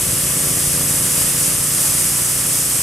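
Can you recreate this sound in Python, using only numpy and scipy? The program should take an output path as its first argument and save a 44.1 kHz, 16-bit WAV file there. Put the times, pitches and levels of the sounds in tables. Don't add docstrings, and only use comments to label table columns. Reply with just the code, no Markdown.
import sys
import numpy as np
from scipy import signal
from scipy.fft import rfft, irfft, next_fast_len
from scipy.io import wavfile
from scipy.ndimage import uniform_filter1d, map_coordinates

SR = 44100
rng = np.random.default_rng(int(sys.argv[2]) if len(sys.argv) > 2 else 0)


def int16_out(signal):
    q = np.round(np.clip(np.atleast_2d(signal).T, -1, 1) * 32767)
    wavfile.write(sys.argv[1], SR, q.astype(np.int16))


def nominal_scale(level):
    x = np.asarray(level, float) / 20
    return 10 ** x


N = 124362
LEAD_IN = SR // 8


def unit(x):
    return x / np.sqrt(np.mean(x ** 2) + 1e-20)


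def along(points, hz):
    f, v = np.transpose(points)
    return np.interp(np.log(hz + 1), np.log(f + 1), v)


def curves(rows):
    s, *cols = np.transpose(rows)
    return [np.interp(np.arange(N) / SR, s, c) for c in cols]


def wobble(rate):
    knots = rng.standard_normal(int(N * rate / SR) + 4)
    return map_coordinates(knots, [np.arange(N) * rate / SR])


def filtered(x, response):
    m = 2 * next_fast_len(N // 2 + SR // 4)
    hz = np.fft.rfftfreq(m, 1 / SR)
    return irfft(rfft(x, m) * response(hz), m)[..., :x.shape[-1]]


def causal(db):
    cepstrum = irfft(np.log(nominal_scale(db) + 1e-4))
    half = len(cepstrum) // 2
    cepstrum[1:half] *= 2
    cepstrum[half + 1:] = 0
    return np.exp(rfft(cepstrum))


def patchy(pair, db):
    z = signal.stft(pair, nperseg=512)[2]
    field = rng.standard_normal(z.shape[1:])
    field = uniform_filter1d(field, size=8, axis=0)
    field = uniform_filter1d(field, size=10, axis=1)
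    return signal.istft(z * nominal_scale(db * unit(field)), nperseg=512)[1][:, :N]


# frequency in Hz, left-right likeness from 0 to 1.
PORT_LIKENESS = [(250, 0.99), (700, 0.96), (1750, 0.98), (2300, 0.86), (3400, 0.59), (4750, 0.41),
                 (5800, 0.82), (12500, 0.83), (15300, .6)]


def rush(pair, spectrum):
    def mid_and_side(hz):
        turn = np.arccos(np.clip(along(PORT_LIKENESS, hz), 0, 1)) / 2
        return nominal_scale(along(spectrum, hz)) * np.array([np.cos(turn), np.sin(turn)])

    mid, side = filtered(pair, mid_and_side)
    return unit(np.array([mid + side, mid - side]))


GRAINS_PER_S, GRAIN_SPREAD_DB, GRAIN_SHARE = 9000, 1.7, 0.3


def gravel():
    hit = rng.random((2, N)) < GRAINS_PER_S / SR
    size = nominal_scale(GRAIN_SPREAD_DB * rng.exponential(size=(2, N)))
    clicks = hit * rng.choice([-1, 1], (2, N)) * size
    bed = rng.standard_normal((2, N))
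    return np.sqrt(GRAIN_SHARE) * unit(clicks) + np.sqrt(1 - GRAIN_SHARE) * bed


# time in seconds, level in dB, left over right in dB (only its
SCRUB = [(0, -18, -1), (.2, -18, -1.3), (.45, -18, -1.5), (.72, -16.8, -1.5), (.85, -17.1, -1.7),
         (1.05, -17, -1.8), (1.22, -15.5, -2), (1.34, -17.3, -2), (1.43, -15.8, -2), (1.63, -18, -2),
         (1.74, -17, -2), (1.84, -15.7, -2), (2.03, -16, -2), (2.15, -17, -2), (2.45, -17.3, -2),
         (2.58, -16.6, -2), (2.68, -17.6, -2), (2.82, -16.8, -2)]
# frequency in Hz, density in dB per Hz.
BRISTLES = [(2290, -16), (3900, -17), (5450, -8), (6760, -7), (8080, -0.5), (8970, 0), (11700, -4),
            (13800, -11.5), (15500, -22)]
# frequency in Hz, density in dB per Hz.
GRIT = [(600, -30), (880, -9.5), (1280, -2), (1500, -5), (1800, -1.5), (2250, -3.5), (2800, 0.5),
        (3650, -2), (3950, -7.5), (5500, -22)]
HISS_TRIM_DB, GRIT_DB = -0.03, -32.5
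GRIT_FOLLOWS, GRIT_FADE_DB_PER_S = 0.36, -0.8


def brush():
    level_db, pan_db = curves(SCRUB)
    t = np.arange(N) / SR
    shared_db = 0.16 * wobble(11.3) + 0.3 * wobble(30)

    hiss = rush(patchy(gravel(), db=0.29), BRISTLES)
    hiss = nominal_scale(HISS_TRIM_DB + level_db + shared_db) * hiss
    pan = nominal_scale(np.outer([0.5, -0.5], pan_db - pan_db.mean()))

    swing_db = GRIT_FOLLOWS * (level_db - level_db.mean() + shared_db)
    swing_db = swing_db + GRIT_FADE_DB_PER_S * t + 0.6 * wobble(7.54)
    grit = nominal_scale(GRIT_DB + swing_db) * rush(patchy(gravel(), db=0.3), GRIT)
    return hiss * pan + grit


def strikes(cycle, at, jitter_s, scatter_db):
    early = cycle[0] - (cycle[1] - cycle[0]) * np.arange(LEAD_IN, 0, -1)
    count = np.arange(int(early[0]), int(cycle[-1]) + 1)
    draw = rng.standard_normal((len(count), 2))
    sample = np.interp(count + at, np.r_[early, cycle], np.arange(N + LEAD_IN), right=-SR)
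    sample = sample + jitter_s * SR * draw[:, 0]
    ok = (sample >= 0) & (sample < N + LEAD_IN)
    return np.bincount(sample[ok].astype(int), nominal_scale(scatter_db * draw[ok, 1]), N + LEAD_IN)


def echoes(table):
    return lambda hz: 1 + sum(nominal_scale(db) * np.exp(-2j * np.pi * hz * s) for s, db in table)


# multiple of the firing rate, gain in dB.
EXHAUST = [(1, -16), (2, -10), (3, -7), (4, -15), (5, 1.5), (6, -2), (7, -14.5), (8, -9), (9, -4.5),
           (10, -13), (11, -18), (12, -7.5), (13, -13), (14, -16.5), (15, -14), (16, -9.5), (17, -10),
           (18, -13), (19, -11), (20, -12.5), (21, -22), (22, -16), (23, -29), (24, -21)]
# delay in seconds, level in dB.
PIPE_ECHO = [(0.0103, -2), (.0215, -6)]


def muffler(rate_hz):
    k, db = np.transpose(EXHAUST)
    pipe = echoes(PIPE_ECHO)
    box_db = np.r_[-60, db - 20 * np.log10(abs(pipe(k * rate_hz))), -60]
    multiple = np.r_[0, k, k[-1] + 4]
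    return lambda hz: pipe(hz) * causal(np.interp(hz / rate_hz, multiple, box_db))


# frequency in Hz, width in Hz, level in dB.
COVER = [(998, 49, -3.5), (1156, 19, 3), (1250, 40, -1.5), (1348, 40, 1), (1420, 22, -7), (1790, 160, -4)]


def tin(hz):
    total = 0
    for i, (centre, width, db) in enumerate(COVER):
        damping = 1j * hz * width
        total = total + (-1) ** i * nominal_scale(db) * damping / (centre ** 2 - hz ** 2 + damping)
    return total


# time in seconds, firings per second.
SHAFT = [
    (0, 29.69),
    (.8, 29.64),
    (1.1, 29.75),
    (2.82, 29.79),
]
# time in seconds, level in dB.
LOAD = [
    (0, -0.5),
    (.45, -0.5),
    (.85, 0),
    (1.3, -0.5),
    (1.8, -4),
    (2.3, -4),
    (2.82, -4.5),
]
# share of a cycle, level in dB.
TAPS = [
    (0, -2),
    (.333, -10),
    (.667, -8),
]
# frequency in Hz, density in dB per Hz.
PUFF = [(200, -29), (320, 0), (380, -6), (600, -6), (800, -12.5), (1200, -7.5), (1600, -27), (3000, -120)]
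FIRST_SHARE = 0.96
EXHAUST_DB, PUFF_DB, PUFF_DEPTH_DB, COVER_DB = -29, -44.5, 2.5, -43


def brush_engine():
    rate, = curves(SHAFT)
    load_db, = curves(LOAD)
    cycle = np.cumsum(rate) / SR

    firings = strikes(cycle, FIRST_SHARE, jitter_s=0.00008, scatter_db=1.24)
    exhaust = unit(filtered(firings, muffler(rate.mean()))[LEAD_IN:])

    taps = sum(nominal_scale(db) * strikes(cycle, (FIRST_SHARE + share) % 1, jitter_s=0.00003, scatter_db=1.5)
               for share, db in TAPS)
    rattle = nominal_scale(COVER_DB + 0.66 * wobble(2.5)) * unit(filtered(taps, tin)[LEAD_IN:])

    gate = nominal_scale(PUFF_DEPTH_DB * np.cos(2 * np.pi * (cycle - FIRST_SHARE - 0.05)))
    puff = unit(gate * rush(rng.standard_normal((2, N)), PUFF))
    return nominal_scale(load_db) * (nominal_scale(EXHAUST_DB) * exhaust + nominal_scale(PUFF_DB) * puff) + rattle


# time in seconds, level in dB.
VEHICLE = [
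    (0, -32),
    (.35, -32),
    (.75, -32),
    (1.2, -35),
    (1.7, -34.5),
    (2.2, -35),
    (2.82, -35.5),
]
# time in seconds, firings per second.
DRIVE = [
    (0, 18.3),
    (.5, 18.2),
    (.9, 18.5),
    (1.3, 18.75),
    (1.9, 19.4),
    (2.4, 20.35),
    (2.82, 20.55),
]
# frequency in Hz, gain in dB.
SILENCER = [(15, -38), (40, -10.5), (85, -6.5), (110, 1), (140, -0.5), (190, -10), (330, -11.5),
            (600, -58.5)]
# delay in seconds, level in dB.
TAILPIPE_ECHO = [(.017, -3), (.031, -8.5)]
# frequency in Hz, density in dB per Hz.
RUMBLE = [(12, -44), (20, -5), (135, 3), (167, -1.5), (217, -10), (260, -5), (340, -15), (570, -120)]
TYRES_DB = -5


def vehicle():
    level_db, = curves(VEHICLE)
    rate, = curves(DRIVE)
    tailpipe = echoes(TAILPIPE_ECHO)
    firings = strikes(np.cumsum(rate) / SR, 0.3012, jitter_s=0.00041, scatter_db=1.45)
    thuds = unit(filtered(firings, lambda hz: tailpipe(hz) * causal(along(SILENCER, hz)))[LEAD_IN:])
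    tyres = unit(filtered(rng.standard_normal(N), lambda hz: nominal_scale(along(RUMBLE, hz))))
    return nominal_scale(level_db) * (thuds + nominal_scale(TYRES_DB) * tyres)


def scene():
    return brush() + brush_engine() + vehicle()


# frequency in Hz, left over right in dB.
PORTS_DB = [(1500, 0), (2240, -2.8), (3500, 0), (4800, 7), (5900, .3), (7900, -2.5), (10500, 2.3),
            (12600, -3.3), (15300, 0)]
# frequency in Hz, radians by which left leads.
PORTS_LEAD = [(1800, 0), (2750, .5), (3400, .37), (4350, 1.2), (5300, -.5), (6100, 0), (7400, 0),
              (8700, .62), (11200, .1), (14700, 1.25)]
LOW_CUT_HZ, TOP_HZ = 16, 15720


def microphone(hz):
    left = nominal_scale(along(PORTS_DB, hz) / 2) * np.exp(0.5j * along(PORTS_LEAD, hz))
    band = (hz < TOP_HZ) * hz ** 2 / (hz ** 2 + LOW_CUT_HZ ** 2)
    return band * np.array([left, 1 / left])


def low_pass(x):
    return signal.sosfilt(signal.butter(12, 15690, fs=SR, output="sos"), x)


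def record(dry):
    mix = filtered(dry, microphone)
    return low_pass(mix)


dry = scene()
out = record(dry)
int16_out(out)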